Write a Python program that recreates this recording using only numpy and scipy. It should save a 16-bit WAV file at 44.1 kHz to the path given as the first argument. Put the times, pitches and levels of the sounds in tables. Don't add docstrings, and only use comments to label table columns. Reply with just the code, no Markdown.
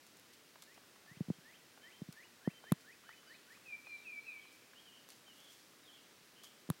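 import sys
import numpy as np
from scipy import signal
from scipy.fft import rfft, irfft
from scipy.io import wavfile

SR = 44100
rng = np.random.default_rng(int(sys.argv[2]) if len(sys.argv) > 2 else 0)


def waveform_to_disk(signal):
    frames = np.transpose(np.atleast_2d(signal))
    scaled = np.clip(frames, -1, 1) * 32767
    samples = np.round(scaled).astype(np.int16)
    wavfile.write(sys.argv[1], SR, samples)


N = 299880
TIME = np.arange(N) / SR

# frequency in Hz, relative spectral density in dB.
HISS_SPECTRUM = [(25, -16), (55, -20), (100, -4), (160, -1), (280, 2.5), (450, 0), (800, -5), (1700, -3),
                 (3000, -5.5), (5200, -6.5), (7000, -10), (10000, -12.5), (13000, -15.5), (16000, -13.5)]
# start in seconds, level in dB, decay time in seconds.
BRUSHES = [(.066, -60, 0.01), (0.169, -63, .008), (0.197, -55.5, 0.0019), (0.332, -60.5, 0.014),
           (0.622, -50, 0.0083), (.743, -63, .006), (2.125, -55, 0.0076), (2.807, -65, 0.02),
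           (3.496, -66, 0.11), (4.517, -65, 0.06), (5.089, -54.5, 0.042), (5.335, -64.5, 0.17),
           (5.49, -63, 0.11), (6.435, -55, 0.029)]
# centre of the note in seconds, level of its body in dB.
UPSLURS = [(0.291, -74), (.70, -67.5), (1.103, -63), (1.478, -63.5), (1.862, -61.5), (2.19, -60),
           (2.468, -59.5), (2.685, -60), (2.895, -60), (3.101, -59.5), (3.317, -59), (3.52, -61)]
# start in seconds, peak level in dB, resonance in Hz.
CREAKS = [(0.557, -46.5, 860), (0.777, -50, 950), (1.7754, -49.5, 816), (2.6393, -47, 744),
          (3.091, -43, 1270), (3.8698, -51.5, 910), (4.7337, -52, 1500), (6.438, -52.5, 905)]
# start in seconds, peak level in dB, rise time of the force in milliseconds.
BUMPS = [(1.1132, -50.5, 1.8), (1.1694, -50, 1.8), (1.2065, -28.5, 0.82), (1.284, -37.5, 0.75),
         (1.3018, -26, 0.49), (1.384, -55, 1.1), (2.018, -36, 0.61), (2.087, -41, 0.96),
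         (2.4754, -23.5, 0.26), (2.7191, -19, 0.68), (6.6902, -37.5, 0.3), (6.7004, -26.5, 1.46)]
# start in seconds, length in seconds, pitch in Hz, level in dB.
HELD_NOTES = [(1.317, 0.035, 3220, -76), (1.54, 0.044, 3120, -70), (1.815, 0.08, 3105, -68.5),
              (1.915, 0.094, 3150, -70.5), (2.448, 0.041, 3112, -69.5), (2.511, 0.2, 3102, -70),
              (3.04, .17, 3015, -69), (3.265, 0.052, 3008, -68)]
# start in seconds, peak level in dB.
SNAPS = [(2.7216, -16), (5.089, -42), (6.7018, -19)]
# frequency in Hz, relative level in dB, time to fall 60 dB in seconds.
CASE_MODES = [(1170, 2, 0.0067), (1500, 2, 0.0025), (3890, -0.5, 0.0031), (8030, 6, 0.00059),
              (10900, 8, 0.0015), (14000, -28.5, 0.001)]
# start in seconds, length in seconds, middle pitch in Hz,
# level in dB, trill depth in Hz.
HIGH_SLURS = [(3.268, 0.038, 4750, -69.5, 0), (3.305, 0.073, 4150, -69, 350), (3.845, 0.22, 4030, -73, 2),
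              (4.19, 0.16, 4040, -73, -2), (4.454, .045, 4030, -71, 0)]
# start in seconds, length in seconds, level of the slide in dB,
# level of the held end in dB, pitch approached in Hz, time constant of the fall in seconds.
DOWNSLURS = [(3.643, 0.12, -57, -44.5, 2284, 0.048), (3.84, 0.14, -55.5, -48.5, 2340, 0.028),
             (4.042, 0.16, -53, -51, 2265, .052), (4.252, 0.16, -53, -56.5, 2216, .06)]
# start in seconds, length in seconds, middle pitch in Hz, level in dB, kind.
WARBLES = [(4.375, .058, 3190, -71, "up"), (4.413, .041, 3120, -67.5, "down"),
           (4.75, 0.06, 3070, -62.5, "up"), (4.849, 0.067, 3010, -64.5, "down"),
           (4.904, 0.099, 3010, -64.5, "buzz"), (5.253, 0.089, 2990, -64, "down"),
           (5.351, .19, 3250, -66.5, "buzz"), (5.822, 0.057, 3670, -70, "down"),
           (5.87, 0.0426, 3160, -63, "down"), (5.904, 0.077, 3220, -65.5, "buzz"),
           (5.952, .047, 2900, -70, "down"), (6.349, .067, 3000, -67.5, "buzz"),
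           (6.414, 0.072, 3200, -63.5, "buzz")]
SYLLABLE_KINDS = {"up": (0.22, 0), "down": (-0.164, 0), "buzz": (0, 170)}


def undb(db):
    return 10 ** (np.asarray(db) / 20)


def unit(x):
    return x / np.sqrt(np.mean(x ** 2))


def step(t, width):
    return .5 + .5 * np.tanh(t / width)


def add(track, start, sound):
    i = max(int(start * SR), 0)
    track[i:i + len(sound)] += sound[:max(N - i, 0)]


def wander(t, rate):
    knots = rng.standard_normal(int(t[-1] * rate) + 2)
    return np.interp(t * rate, np.arange(len(knots)), knots)


def resonate(x, hz, width_hz, high=False):
    s = 1j * np.arange(len(x) + 1) * SR / (2 * len(x))
    response = s * (s if high else width_hz) / (s * s + s * width_hz + hz * hz)
    return irfft(rfft(x, 2 * len(x)) * response)[:len(x)]


def microphone(x, hz=125, width_hz=165):
    return resonate(resonate(x, hz, width_hz, high=True), hz, width_hz, high=True)


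def hiss(level_db=-63.5, flicker_db=0.6, steady_above_hz=1500):
    freq = np.maximum(np.arange(N // 2 + 1) * SR / N, 1)
    hz, db = np.transpose(HISS_SPECTRUM)
    spectrum = rfft(rng.standard_normal(N)) * undb(np.interp(np.log(freq), np.log(hz), db))
    out = np.zeros(N)
    for octave in range(4, 15):
        band = irfft(spectrum * (np.floor(np.log2(freq)) == octave), N)
        depth_db = flicker_db / (1 + 2 ** octave / steady_above_hz)
        out += band * undb(depth_db * wander(TIME, 4.6))
    return unit(out) * undb(level_db)


def brushes(grain_db=5, catch_db=3, catch_s=0.0014):
    out, t = np.zeros(N), TIME[:SR // 2]
    catch = undb(catch_db) * np.exp(-t / catch_s)
    for start, db, decay_s in BRUSHES:
        grains = rng.standard_normal(len(t)) * undb(grain_db * wander(t, 1100))
        rub = unit(resonate(grains, hz=5000, width_hz=5000))
        swell = (1 - np.exp(-t / (decay_s / 9))) * np.exp(-t / decay_s)
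        add(out, start, rub * (swell + catch) * undb(db))
    return out


def whistle(hz, waver):
    wavering_hz = hz * (1 + waver * wander(TIME[:len(hz)], 260))
    return np.sqrt(2) * np.sin(2 * np.pi * np.cumsum(wavering_hz) / SR)


def woods(song, near_db, far_db, near_t60, far_t60, build_s=.012):
    t = TIME[:3 * SR // 2]
    echo = 0
    for db, t60 in ((near_db, near_t60), (far_db, far_t60)):
        tail = rng.standard_normal(len(t)) * undb(-60 * t / t60) * (1 - np.exp(-t / build_s))
        echo = echo + undb(db) * tail / np.linalg.norm(tail)
    return song + signal.fftconvolve(song, echo)[:N]


def rising_run(centre_hz=1852, dip_db=-12, release_s=0.021, hurry_at_s=2.23, hurry_span_s=.4):
    # time stretch, top pitch in Hz, lead-in and flick levels in dB relative to the body.
    leisurely, hurried = np.array([1.1, 3202, -16, -5]), np.array([.61, 2530, -8, -3])
    lead, half_body, dip, edge = .095, 0.027, 0.014, 0.003
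    glide_slope, flick_growth = 5600, .014
    out = np.zeros(N)
    for centre, body_db in UPSLURS:
        hurry = step(centre - hurry_at_s, hurry_span_s)
        stretch, top_hz, lead_db, flick_db = (1 - hurry) * leisurely + hurry * hurried
        t = TIME[:SR // 4] / stretch - lead
        flick_hz = 7.5 * np.exp(t / flick_growth)
        hz = centre_hz + glide_slope * t + flick_hz
        db = body_db + lead_db * step(-t - half_body, edge)
        db += dip_db * step(t - half_body, edge)
        db += (flick_db - dip_db) * step(t - half_body - dip, edge)
        at_top_s = np.cumsum(hz > top_hz) / SR
        fade = np.clip(np.minimum(t + lead, release_s - at_top_s) / release_s, 0, 1)
        tone = whistle(np.minimum(hz, top_hz), waver=0.0056)
        add(out, centre - lead * stretch, tone * undb(db) * fade)
    return woods(out, near_db=-10, far_db=-11, near_t60=0.24, far_t60=1.0)


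def creaks(width_hz=800, slip_s=0.0032, strays_per_s=2.5, stray_db=-56.5, spread_db=4, stray_hz=1100):
    out, t = np.zeros(N), TIME[:1024]
    chance = rng.random((int(strays_per_s * N / SR), 2))
    strays = [(when * N / SR, stray_db + spread_db * (2 * size - 1), stray_hz) for when, size in chance]
    for start, db, hz in CREAKS + strays:
        slip = rng.standard_normal(len(t)) * np.exp(-t / slip_s)
        tick = resonate(resonate(slip, hz, width_hz), hz, 2 * width_hz)
        add(out, start, undb(db) * tick / np.abs(tick).max())
    return out


def bumps(unloaded_hz=182.6, load_hz_per_ms=16):
    out, t = np.zeros(N), TIME[:4096]
    for start, db, rise_ms in BUMPS:
        loaded_hz = unloaded_hz - load_hz_per_ms * rise_ms
        rise = t * 1000 / rise_ms
        force = rise * np.exp(-rise)
        ring = microphone(resonate(force, loaded_hz, width_hz=95))
        add(out, start, undb(db) * ring / np.abs(ring).max())
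    return out


def held_notes(flutter_db=4, longest_pulse_s=.11):
    out = np.zeros(N)
    for start, length, hz, db in HELD_NOTES:
        t = TIME[:int(length * SR)]
        pulse_count = np.ceil(length / longest_pulse_s)
        pulses = np.sqrt(np.abs(np.sin(np.pi * pulse_count * t / length)))
        tone = whistle(np.full(len(t), hz), waver=.004)
        add(out, start, tone * pulses * undb(db + flutter_db * wander(t, 70)))
    return woods(out, near_db=-10, far_db=-6, near_t60=.25, far_t60=1.1)


def snaps():
    out, t = np.zeros(N), TIME[:4096]
    modes = [undb(db - 60 * t / t60) * np.sin(2 * np.pi * hz * t) for hz, db, t60 in CASE_MODES]
    ring = microphone(sum(modes))
    for start, db in SNAPS:
        add(out, start, undb(db) * ring / np.abs(ring).max())
    return out


def syllable(length, hz, glide, trill_depth_hz, arch=0, trill_hz=75):
    t = TIME[:int(length * SR)]
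    from_middle = t / length - .5
    contour = hz * (1 + glide * from_middle - arch * from_middle ** 2)
    trill = trill_depth_hz * np.sin(2 * np.pi * trill_hz * t + 2 * wander(t, 80))
    return whistle(contour + trill, waver=.008) * signal.windows.tukey(len(t), .5)


def high_slurs(glide=-.17, arch=.26):
    out = np.zeros(N)
    for start, length, hz, db, trill_depth_hz in HIGH_SLURS:
        add(out, start, undb(db) * syllable(length, hz, glide, trill_depth_hz, arch))
    return woods(out, near_db=-7, far_db=-6, near_t60=.18, far_t60=.9)


def falling_run(from_hz=2770, flutter_db=4, held_flutter_share=0.41):
    attack_s, slide_s, settle_s, release_s = 0.036, 0.081, 0.004, 0.012
    out = np.zeros(N)
    for start, length, slide_db, hold_db, floor_hz, sink_s in DOWNSLURS:
        t = TIME[:int(length * SR)]
        hz = floor_hz + (from_hz - floor_hz) * np.exp(-t / sink_s)
        settled = step(t - slide_s, settle_s)
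        flutter = flutter_db * wander(t, 110)
        db = (1 - settled) * (slide_db + flutter) + settled * (hold_db + held_flutter_share * flutter)
        fade = np.clip(np.minimum(t / attack_s, (length - t) / release_s), 0, 1)
        add(out, start, whistle(hz, waver=0.0046) * undb(db) * fade)
    return woods(out, near_db=-6, far_db=-9.5, near_t60=.21, far_t60=1.2)


def warbles():
    out = np.zeros(N)
    for start, length, hz, db, kind in WARBLES:
        add(out, start, undb(db) * syllable(length, hz, *SYLLABLE_KINDS[kind]))
    return woods(out, near_db=-4, far_db=-5, near_t60=.2, far_t60=.9)


def scene():
    background = hiss()
    birds = rising_run() + falling_run() + held_notes() + warbles() + high_slurs()
    handling = bumps() + snaps() + brushes() + creaks()
    return (background + birds + handling)[None]


def record(dry, top_hz=15900):
    return signal.sosfilt(signal.ellip(10, .1, 70, top_hz, fs=SR, output="sos"), dry)


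dry = scene()
out = record(dry)
waveform_to_disk(out)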